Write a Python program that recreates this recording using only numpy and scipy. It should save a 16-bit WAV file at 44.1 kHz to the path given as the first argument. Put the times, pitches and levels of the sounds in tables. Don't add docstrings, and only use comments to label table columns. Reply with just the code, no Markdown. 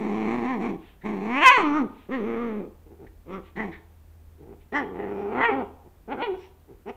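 import sys
import numpy as np
from scipy import signal
from scipy.fft import rfft, irfft, next_fast_len
from scipy.io import wavfile
from scipy.ndimage import uniform_filter1d, minimum_filter1d, map_coordinates

SR = 44100
rng = np.random.default_rng(int(sys.argv[2]) if len(sys.argv) > 2 else 0)


def persist_wave(psi):
    counts = np.round(np.clip(psi, -1, 1) * 32767).astype(np.int16)
    wavfile.write(sys.argv[1], SR, np.atleast_2d(counts).T)


N = 306936


def amp(db):
    return 10 ** (np.asarray(db) / 20)


def unit(x):
    return x / np.sqrt(np.mean(x ** 2) + 1e-20)


def clock():
    return np.arange(N) / SR


def along(points, hz):
    f, v = np.transpose(points)
    return np.interp(np.log(hz + 1), np.log(f + 1), v)


def curves(rows):
    s, *columns = np.transpose(rows)
    return [np.interp(clock(), s, column) for column in columns]


def wobble(rate):
    return map_coordinates(rng.standard_normal(int(N * rate / SR) + 4), [clock() * rate])


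def filtered(x, response):
    size = next_fast_len(N + SR // 2)
    return irfft(rfft(x, size) * response(np.fft.rfftfreq(size, 1 / SR)), size)[:N]


def resonate(x, spectrum, size=4096):
    cepstrum = irfft(np.log(amp(along(spectrum, np.fft.rfftfreq(size, 1 / SR)))))
    cepstrum[1:size // 2] *= 2
    cepstrum[size // 2 + 1:] = 0
    return signal.fftconvolve(x, irfft(np.exp(rfft(cepstrum))))[:N]


def noise(spectrum):
    return unit(resonate(rng.standard_normal(N), spectrum))


def steady(x, span):
    window = np.hanning(int(span * SR))
    power = np.abs(signal.fftconvolve(x * x, window / window.sum(), "same"))
    return x / np.sqrt(power + 1e-14)


def swells(rows):
    return sum(amp(db) * np.exp(-2 * ((clock() - s) / length) ** 2) for s, length, db in rows)


def puffs(rows):
    rises = [(np.maximum(clock() - s, 0) / rise, db) for s, rise, db in rows]
    return sum(amp(db) * u * np.exp(1 - u) for u, db in rises)


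def tone(hz):
    return np.sqrt(2) * np.sin(2 * np.pi * np.cumsum(hz) / SR)


# f/Hz, relative level/dB
FLOOR = [(20, -17.5), (28, -21.5), (40, -1.5), (58, -14), (130, -21), (250, -25.5), (600, -32.5),
         (1500, -40), (5000, -51), (12000, -50), (15700, -53.5)]


def rumble_and_hiss(floor_db=-55):
    return amp(floor_db) * noise(FLOOR)


# t/s, level/dB
HUM = [(0, -62), (2.5, -60), (2.9, -53), (3.4, -57), (3.9, -52), (5.6, -52.5), (6, -59)]


def appliance_hum(hum_hz=80.4):
    level = amp(curves(HUM)[0] + 1.5 * wobble(3))
    return level * tone(hum_hz * (1 + .006 * wobble(10)))


# f/Hz, level/dB
WHINE = [(14346, -77)]


def electronic_whine(drift=0.00053):
    return sum(amp(db) * tone(hz * (1 + drift * wobble(25))) for hz, db in WHINE)


THROAT_HZ, THROAT_FALL_DB = 266, 15.5


def throat_tuning(pitch, home):
    return THROAT_FALL_DB * (np.log2(home / THROAT_HZ) ** 2 - np.log2(pitch / THROAT_HZ) ** 2)


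MOUTH_DB_PER_OCTAVE, SNARL_DB_PER_OCTAVE = 25.5, 32.5
SMOOTHER_PER_OCTAVE = 0.97
PUSH = (0.34, 0.82, 1.3)


def low_register(s, pitch, home, rough, throat, mouth, snarl, push=0):
    octaves = np.log2(pitch / home)
    levels = [throat + throat_tuning(pitch, home),
              mouth + MOUTH_DB_PER_OCTAVE * octaves,
              snarl + SNARL_DB_PER_OCTAVE * octaves]
    pushed = [db + share * push for db, share in zip(levels, PUSH)]
    return np.column_stack([s, pitch, rough - SMOOTHER_PER_OCTAVE * octaves] + pushed)


EASY_HZ = 220
# t/s, basic pitch f/Hz, push of the breath level/dB
GROWLS = [
    [(0, 207.5, 1.5), (.16, 227.7, 2), (.25, 213.1, 4), (.33, 241.3, 2), (.43, 228.2, 1), (.505, 266, -2),
     (.54, 241.7, 2), (.585, 185.2, 1.5), (.625, 232.7, 1.5), (.66, 237.4, 2), (.71, 199.6, 1.5),
     (.77, 150, 1)],
    [(1.035, 164.9, 3), (1.06, 208.3, 5), (1.12, 203.8, 1), (1.2, 188, 1.5), (1.29, 227.7, 1),
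     (1.35, 260.2, 3), (1.385, 291, 2), (1.405, 292.6, 0), (1.436, 364.7, 2)],
    [(1.635, 316.6, 0.5), (1.67, 292, 2.5), (1.72, 288.1, -0.5), (1.775, 313.8, 0.5), (1.82, 249.2, 1),
     (1.87, 176, -14.5)],
    [(2.09, 177.9, -4), (2.12, 260.8, -2), (2.148, 272.8, -1), (2.18, 242, -1), (2.215, 197.8, 3),
     (2.27, 235.4, -1.5), (2.355, 229.7, -1), (2.415, 240.8, -2), (2.5, 219.7, -1), (2.59, 203.5, -3),
     (2.63, 164.7, 0), (2.665, 135.1, 3.5), (2.695, 120.3, -9)],
    [(4.86, 196.4, -9), (4.92, 183.8, -9), (4.955, 157.6, 5), (5.01, 202.3, 1), (5.06, 191, 1),
     (5.115, 208.4, -1), (5.17, 191.1, 1), (5.29, 207.3, -2.5), (5.33, 233.8, 0.5), (5.408, 270.3, 4)],
    [(5.516, 261, 5), (5.555, 276.2, -5), (5.61, 241.8, 2), (5.65, 159.2, 3.5)],
]
# roughness/0-1, throat level/dB (below 600 Hz),
# mouth level/dB (around 1 kHz), snarl level/dB (above about 1.5 kHz)
GROWL_VOICES = [(.85, -25.5, -38, -46), (.38, -26.5, -37, -44), (.35, -21, -44, -54.5),
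                (.4, -26, -48.5, -44.5), (.85, -28, -35.5, -49.5), (.42, -27.5, -34.5, -54.5)]


def growl_calls():
    made = []
    for course, voice in zip(GROWLS, GROWL_VOICES):
        s, pitch, push = np.transpose(course)
        made.append(low_register(s, pitch, EASY_HZ, *voice, push=push))
    return made


def calls():
    made = growl_calls() + ruff_calls() + yelp_calls()
    made.sort(key=lambda call: call[0, 0])
    return [call[call[:, 0] < after[0, 0]] for call, after in zip(made, made[1:])] + made[-1:]


ROUGH_DOUBLING = 0.25
LOCK_S = .015
# from t/s, to t/s, roughness/0-1, doubling/0-1
LOCKS = [(.12, .23, .68, .55), (.28, .44, .58, .6), (.465, .57, .2, .05), (1.03, 1.27, .62, .2),
         (1.31, 1.425, .09, .03), (1.66, 1.81, .12, .03), (2.11, 2.19, .12, .03), (2.27, 2.36, .36, .4),
         (2.48, 2.61, .3, .05), (4.86, 5.0, .84, .65), (5.03, 5.18, .74, .5), (5.21, 5.32, .52, .15),
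         (5.345, 5.45, .42, .35), (5.53, 5.62, .32, .1), (6.09, 6.135, .2, .05), (6.185, 6.215, .22, .05)]


def tension():
    rows = [(s, pitch, rough) for s, pitch, rough, *levels in np.concatenate(calls())]
    for s, length, db in GRUNTS:
        for side in (-1, 1):
            rows.append((s + side * length, GRUNT_HZ * 2 ** (-GRUNT_SAG * side), GRUNT_ROUGH))
    pitch, rough = curves(sorted(rows))
    rough, t = np.clip(rough, 0, 1), clock()
    doubling = ROUGH_DOUBLING * rough
    for start, end, locked_rough, locked_doubling in LOCKS:
        locked = np.clip(np.minimum(t - start, end - t) / LOCK_S + .5, 0, 1)
        rough = rough + locked * (locked_rough - rough)
        doubling = doubling + locked * (locked_doubling - doubling)
    return pitch, rough, doubling


def pulses(at, sizes, order=8):
    taps = np.floor(at).astype(int)[:, None] + np.arange(1 - order, order + 1)
    offset = taps - at[:, None]
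    shape = np.sinc(offset) * np.cos(np.pi * offset / (2 * order)) ** 2
    return np.bincount(np.clip(taps, 0, N - 1).ravel(), (sizes[:, None] * shape).ravel(), N)


def closure(beats, soft_hz=5200):
    chirp = lambda hz: np.exp(-2j * np.pi * .003 * hz ** 2 / (hz + 1500))
    return filtered(beats, lambda hz: chirp(hz) / (1 + (hz / soft_hz) ** 4))


WANDER, WANDER_PER_S = .03, 22


def folds(jitter=0.095, shimmer_db=3.5, limp=0.1, air=0.021, rough_air=0.95, flutter_db=4.5, hiss_hz=450):
    pitch, rough, doubling = tension()
    waver = (.003 + .075 * rough ** 2) * wobble(85)
    stray = WANDER * rough * wobble(WANDER_PER_S)
    phase = np.cumsum(pitch * (1 + waver + stray)) / SR
    count = np.arange(1, int(phase[-1]))
    at = np.interp(count, phase, np.arange(N))
    here = at.astype(int)
    r, period = rough[here], SR / pitch[here]
    late, strong = rng.standard_normal((len(at), 2)).T
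    odd = (-1) ** count * doubling[here]
    sizes = np.sqrt(period) * amp(shimmer_db * r * np.tanh(strong)) * (1 + odd)
    delay = period * (jitter * r ** 2 * late - limp * odd)
    beats = closure(pulses(at + delay, sizes))
    hiss = unit(rng.standard_normal(N) * (1 + np.cos(2 * np.pi * phase)))
    hiss = filtered(hiss, lambda hz: hz / np.hypot(hz, hiss_hz))
    flutter = amp(flutter_db * rough * wobble(73))
    return (beats + (air + rough_air * rough ** 0.71) * hiss) * flutter


TREMBLE_DB, TREMBLE_PER_S = 1, 20


def effort():
    voiced, made = np.zeros(N + SR), calls()
    for call in made:
        voiced[max(0, int(call[0, 0] * SR)):int(call[-1, 0] * SR)] = 1
    bridge = int(.09 * SR)
    voiced = minimum_filter1d(-minimum_filter1d(-voiced, bridge), bridge)[:N]
    pitch, rough, *levels = curves(np.concatenate(made))
    tremble = TREMBLE_DB * rough * wobble(TREMBLE_PER_S)
    return uniform_filter1d(amp(levels + tremble) * voiced, int(.008 * SR))


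TURN_S = 0.019
# f/Hz, relative level/dB
SHUT = [(115, -17), (170, -3), (225, -0.5), (350, -2), (470, -9.5), (555, -22.5), (780, -9), (1100, -18.5),
        (1420, -34.5), (1760, -20), (2250, -15), (2900, -33), (3400, -34), (4250, -38.5), (5000, -49),
        (5700, -39.5), (9000, -49.5), (11000, -72.5)]
OPEN = [(100, -42.5), (280, -9.5), (560, -12.5), (1050, 2.5), (1400, -16.5), (2050, -13), (3150, -24.5),
        (3850, -40), (4300, -36.5), (4950, -53), (6300, -36.5), (9000, -47), (12000, -70.5)]
# f/Hz, relative level/dB
SHUT_RAISED = [(60, -44.5), (125, 0), (200, 1), (285, 2.5), (400, 10.5), (590, -12), (830, -6),
               (1050, -20.5), (1450, -19), (1680, -26), (1920, -22), (2400, -22), (3300, -36.5),
               (4900, -52), (5750, -57), (6500, -53), (10000, -77.5)]
OPEN_RAISED = [(100, -11), (260, 8.5), (450, 5.5), (600, -5.5), (930, 2.5), (1300, -3.5), (1650, 2),
               (1950, 10), (2400, -9), (3200, -7), (3750, -25.5), (4100, -21.5), (5200, -47), (7000, -30),
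               (10000, -68)]
# f/Hz, relative level/dB
SHUT_TURNED = [(115, -14), (230, 0), (490, -3.5), (620, -11.5), (850, 9.5), (1200, 5.5), (1520, -23),
               (2150, -19), (3000, -36.5), (3450, -35.5), (5000, -56), (6200, -44.5), (9000, -76)]
# f/Hz, relative level/dB
OPEN_TUCKED = [(120, -40), (280, 14.5), (460, 13), (950, 4.5), (1150, -2), (1500, -27), (1800, -11),
               (2300, -4.5), (2900, -6.5), (3700, -22), (4300, -23), (5000, -48), (10000, -66)]
# reached at t/s, shut tract, open tract
POSES = [(0, SHUT, OPEN), (2, SHUT_TURNED, OPEN), (3.5, SHUT, OPEN_RAISED), (4.2, SHUT_RAISED, OPEN_RAISED),
         (5.51, SHUT_RAISED, OPEN), (6, SHUT_RAISED, OPEN_TUCKED), (6.6, SHUT_RAISED, OPEN)]


def tract(source, opening):
    voice = np.zeros(N)
    for start, shut, wide in POSES:
        shaped = (1 - opening) * resonate(source, shut) + opening * resonate(source, wide)
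        voice = voice + (shaped - voice) * np.clip(1 + (clock() - start) / TURN_S, 0, 1)
    return voice


SWAY_DB, SWAY_PER_S, SWAY_HZ = 1.8, 12, 350
# middle t/s, length t/s, first f/Hz, last f/Hz, gain level/dB
BANDS = [(.51, 0.055, 1050, 920, 7), (.52, 0.044, 1800, 1710, 8), (1.395, 0.09, 2220, 3217, 7.5),
         (1.55, 0.045, 4604, 4434, 5), (1.76, .17, 5620, 6100, 11), (1.766, 0.27, 1310, 1450, 19.5),
         (2.145, 0.037, 1890, 1920, 8), (2.422, 0.062, 1195, 1222, 9), (3.36, 0.068, 1200, 1600, 11.5),
         (3.325, .06, 3270, 3400, 8), (3.597, 0.051, 2040, 2080, 8), (4.755, 0.039, 2020, 1899, 8),
         (5.036, .15, 1940, 1910, 12.5), (5.417, 0.078, 2120, 1817, 8.5), (5.489, 0.073, 2477, 2150, 16.5),
         (6.16, 0.17, 1590, 1519, 11.5), (6.89, 0.03, 1650, 2220, 7)]


def moving_colour(voice, width_octaves=0.17):
    hz, t, z = signal.stft(voice, SR, nperseg=512)
    grid = np.meshgrid(hz / SWAY_HZ, t * SWAY_PER_S, indexing="ij")
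    knots = rng.standard_normal([int(axis.max()) + 2 for axis in grid])
    treble_only = np.clip(hz[:, None] / 1000 - .5, 0, 1)
    lift_db = SWAY_DB * map_coordinates(knots, grid) * treble_only
    for s, length, first_hz, last_hz, db in BANDS:
        u = (t - s) / length
        octaves = np.log2((hz[:, None] + 1) / np.interp(u, [-.5, .5], [first_hz, last_hz]))
        lift_db = lift_db + db * np.exp(-2 * u ** 2 - (octaves / width_octaves) ** 2)
    return signal.istft(z * amp(lift_db), SR, nperseg=512)[1][:N]


# delay t/s, level/dB (weaker in the bass)
ECHOES = [(.0074, -20.5), (0.0113, -15.5)]


def echo(voice, s, db):
    return filtered(voice, lambda hz: amp(db) * np.exp(-2j * np.pi * hz * s) * hz / np.hypot(hz, 700))


def dog_voice(source, open_db=-32, throat_db=-3.0, mouth_db=-2.0, snarl_db=-1.21):
    throat, mouth, snarl = effort()
    opening = snarl ** 2 / (snarl ** 2 + amp(open_db) ** 2)
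    voice = tract(source, opening)
    voice = voice + sum(echo(voice, s, db) for s, db in ECHOES)
    low = filtered(voice, lambda hz: 1 / (1 + (hz / 600) ** 12))
    high = voice - filtered(voice, lambda hz: 1 / (1 + (hz / 1450) ** 12))
    ranges = [(low, throat * amp(throat_db)),
              (voice - low - high, mouth * amp(mouth_db)),
              (high, snarl * amp(snarl_db))]
    return moving_colour(sum(gain * steady(part, span=0.042) for part, gain in ranges))


WET_DB = -15.5
# f/Hz, fade t/s
ROOM = [(150, 0.35), (400, 0.48), (900, 0.65), (2000, 0.3), (3500, 0.6), (8000, 0.062)]


def room(x, gap=.014):
    hz, t, z = signal.stft(rng.standard_normal(SR), SR, nperseg=256)
    fade_db = -60 * t / along(ROOM, hz)[:, None]
    tail = signal.istft(z * amp(fade_db), SR, nperseg=256)[1]
    tail = np.pad(tail / np.linalg.norm(tail), (int(gap * SR), 0))
    return amp(WET_DB) * signal.fftconvolve(x, tail)[:N]


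# middle t/s, length t/s, level/dB
SNUFFS = [(.87, 0.1, -59.5), (2.0, .1, -61), (3.47, 0.054, -60.5), (4.62, 0.032, -68), (6.43, 0.065, -57.5)]
# f/Hz, relative level/dB
NOSE = [(300, -19.5), (850, -17), (1300, -14), (1900, -9), (2600, -8.5), (3800, -16), (5000, -33.5),
        (11000, -81.5)]


def nose_puffs():
    return swells(SNUFFS) * noise(NOSE)


# start t/s, rise t/s, level/dB
SHORT_PUFFS = [(1.012, 0.0074, -54), (3.065, 0.0053, -55), (3.556, .012, -43.5), (3.712, 0.019, -45),
               (4.721, .01, -46)]
# f/Hz, relative level/dB
PUFF_COLOUR = [(400, -27), (1500, -14.5), (1850, -1.5), (2250, -8), (2700, -23.5), (3800, -22.5),
               (5000, -43), (10000, -58.5)]


def short_puffs():
    return puffs(SHORT_PUFFS) * noise(PUFF_COLOUR)


# t/s, basic pitch f/Hz, roughness/0-1, push of the breath level/dB, jaw closed/0-1
YELPS = [
    [(1.441, 565, .25, -7.5, 0.01), (1.46, 524.3, .06, 0.5, 0.04), (1.485, 505.2, .03, 2.5, 0),
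     (1.503, 497.8, 0.08, -1, 0.06)],
    [(1.511, 558.9, 0, -1, 0.06), (1.517, 571.2, 0, 2.5, 0.08), (1.54, 533.4, 0.02, -4, 0),
     (1.551, 502.6, 0, -3, 0), (1.568, 486.8, .05, -3, 0), (1.58, 441.1, 0.35, 1.5, 0.34),
     (1.63, 343.4, .55, -9, .25)],
    [(5.414, 471.6, 0.4, -1.5, 0.23), (5.432, 475.7, 0.5, 0.5, 0.17), (5.458, 473.4, 0.1, -1, 0.02),
     (5.478, 462.7, .05, -3.5, 0.21), (5.495, 439.5, 0.2, 8, 0.79), (5.51, 395.5, 0.4, -4, .5)],
    [(6.223, 467.8, 0.3, 4, 0.16), (6.243, 491.8, .05, 3, 0.14), (6.26, 458.4, .05, -5.5, 0.06),
     (6.28, 401.5, 0.2, 1, 0.74), (6.3, 380, .05, -0.5, 0.9), (6.322, 360.7, 0.1, -1.5, 0.97),
     (6.343, 394, 0.4, -2, 0.84), (6.365, 350, 0.4, -8, 0.81)],
]
# throat level/dB, mouth level/dB, snarl level/dB
YELP_VOICES = [(-41.5, -10, -12.5), (-34, -17.5, -17), (-31, -19.5, -23), (-33.5, -29.5, -31.5)]
# throat level/dB, mouth level/dB, snarl level/dB
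JAW_DB = (4.5, -13.5, -28.5)


def yelp_calls():
    made = []
    for course, (throat, mouth, snarl) in zip(YELPS, YELP_VOICES):
        s, pitch, rough, push, jaw = np.transpose(course)
        jaw_open = [throat + throat_tuning(pitch, pitch[0]), mouth, snarl]
        levels = [db + push + jaw * closed_db for db, closed_db in zip(jaw_open, JAW_DB)]
        made.append(np.column_stack([s, pitch, rough] + levels))
    return made


GRUNT_HZ, GRUNT_ROUGH, GRUNT_SAG = 129.8, .8, .2
# middle t/s, length t/s, level/dB
GRUNTS = [(2.871, 0.018, -51), (2.925, 0.04, -47.5), (3.008, 0.031, -47.5), (3.044, 0.038, -45.5),
          (4.42, 0.04, -46.5), (4.508, 0.067, -43.5), (5.867, 0.022, -46.5), (6.714, 0.039, -46)]


def grunts(source, muffle_hz=1100, breathy=0.12):
    rattle = resonate(source + breathy * rng.standard_normal(N), SHUT_RAISED)
    muffled = filtered(rattle, lambda hz: 1 / np.hypot(1, hz / muffle_hz))
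    return swells(GRUNTS) * steady(muffled, span=0.023)


RUFF_SWELL_DB, RUFF_EASE_DB = 5.5, 4
# roughness/0-1, throat level/dB, mouth level/dB, snarl level/dB
RUFFS = [(3.258, 0.095, .058, 197.2, .65, 2.4, .3, -32.5, -45.5, -45.5),
         (3.556, 0.038, .125, 226.6, .6, 1.4, .38, -28, -34, -39),
         (4.724, .042, .075, 292.7, .42, 2.1, .2, -28, -26, -30.5),
         (6.077, 0.051, .035, 295.2, .6, 1.1, .3, -31.5, -27.5, -39),
         (6.176, 0.05, .02, 315.4, .45, 1.1, 0.4, -33, -25, -35.5),
         (6.859, .04, 0.018, 254.7, 0.45, 1.3, 0.22, -31.5, -35, -43)]


def ruff_calls(count=17):
    made = []
    for start, rise, fall, top_hz, depth, roundness, *voice in RUFFS:
        u = np.linspace(-1, 1, count)
        s = start + rise + u * np.where(u < 0, rise, fall)
        pitch = top_hz * 2 ** (-depth * np.abs(u) ** roundness)
        push = u * np.where(u < 0, RUFF_SWELL_DB, -RUFF_EASE_DB)
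        made.append(low_register(s, pitch, top_hz, *voice, push=push))
    return made


# middle t/s, length t/s, level/dB
HISSES = [(3.34, 0.04, -70), (3.73, 0.025, -79), (4.775, 0.038, -55), (5.19, 0.13, -76.5),
          (6.42, 0.076, -69), (6.895, 0.018, -68)]
# f/Hz, relative level/dB
TEETH = [(3000, -30.5), (4700, -11.5), (5700, -0.5), (6700, -26), (7500, -14), (8500, -27), (12000, -58)]


def teeth_hisses():
    return swells(HISSES) * noise(TEETH)


def scene():
    source = folds()
    air = nose_puffs() + short_puffs() + teeth_hisses()
    dog = dog_voice(source) + grunts(source) + air
    background = rumble_and_hiss() + appliance_hum() + electronic_whine()
    return (dog + room(dog) + background)[None]


TOP_HZ = 15720


def record(dry, ceiling=0.68):
    return filtered(np.clip(dry[0], -ceiling, ceiling), lambda hz: hz < TOP_HZ)[None]


dry = scene()
out = record(dry)
persist_wave(out)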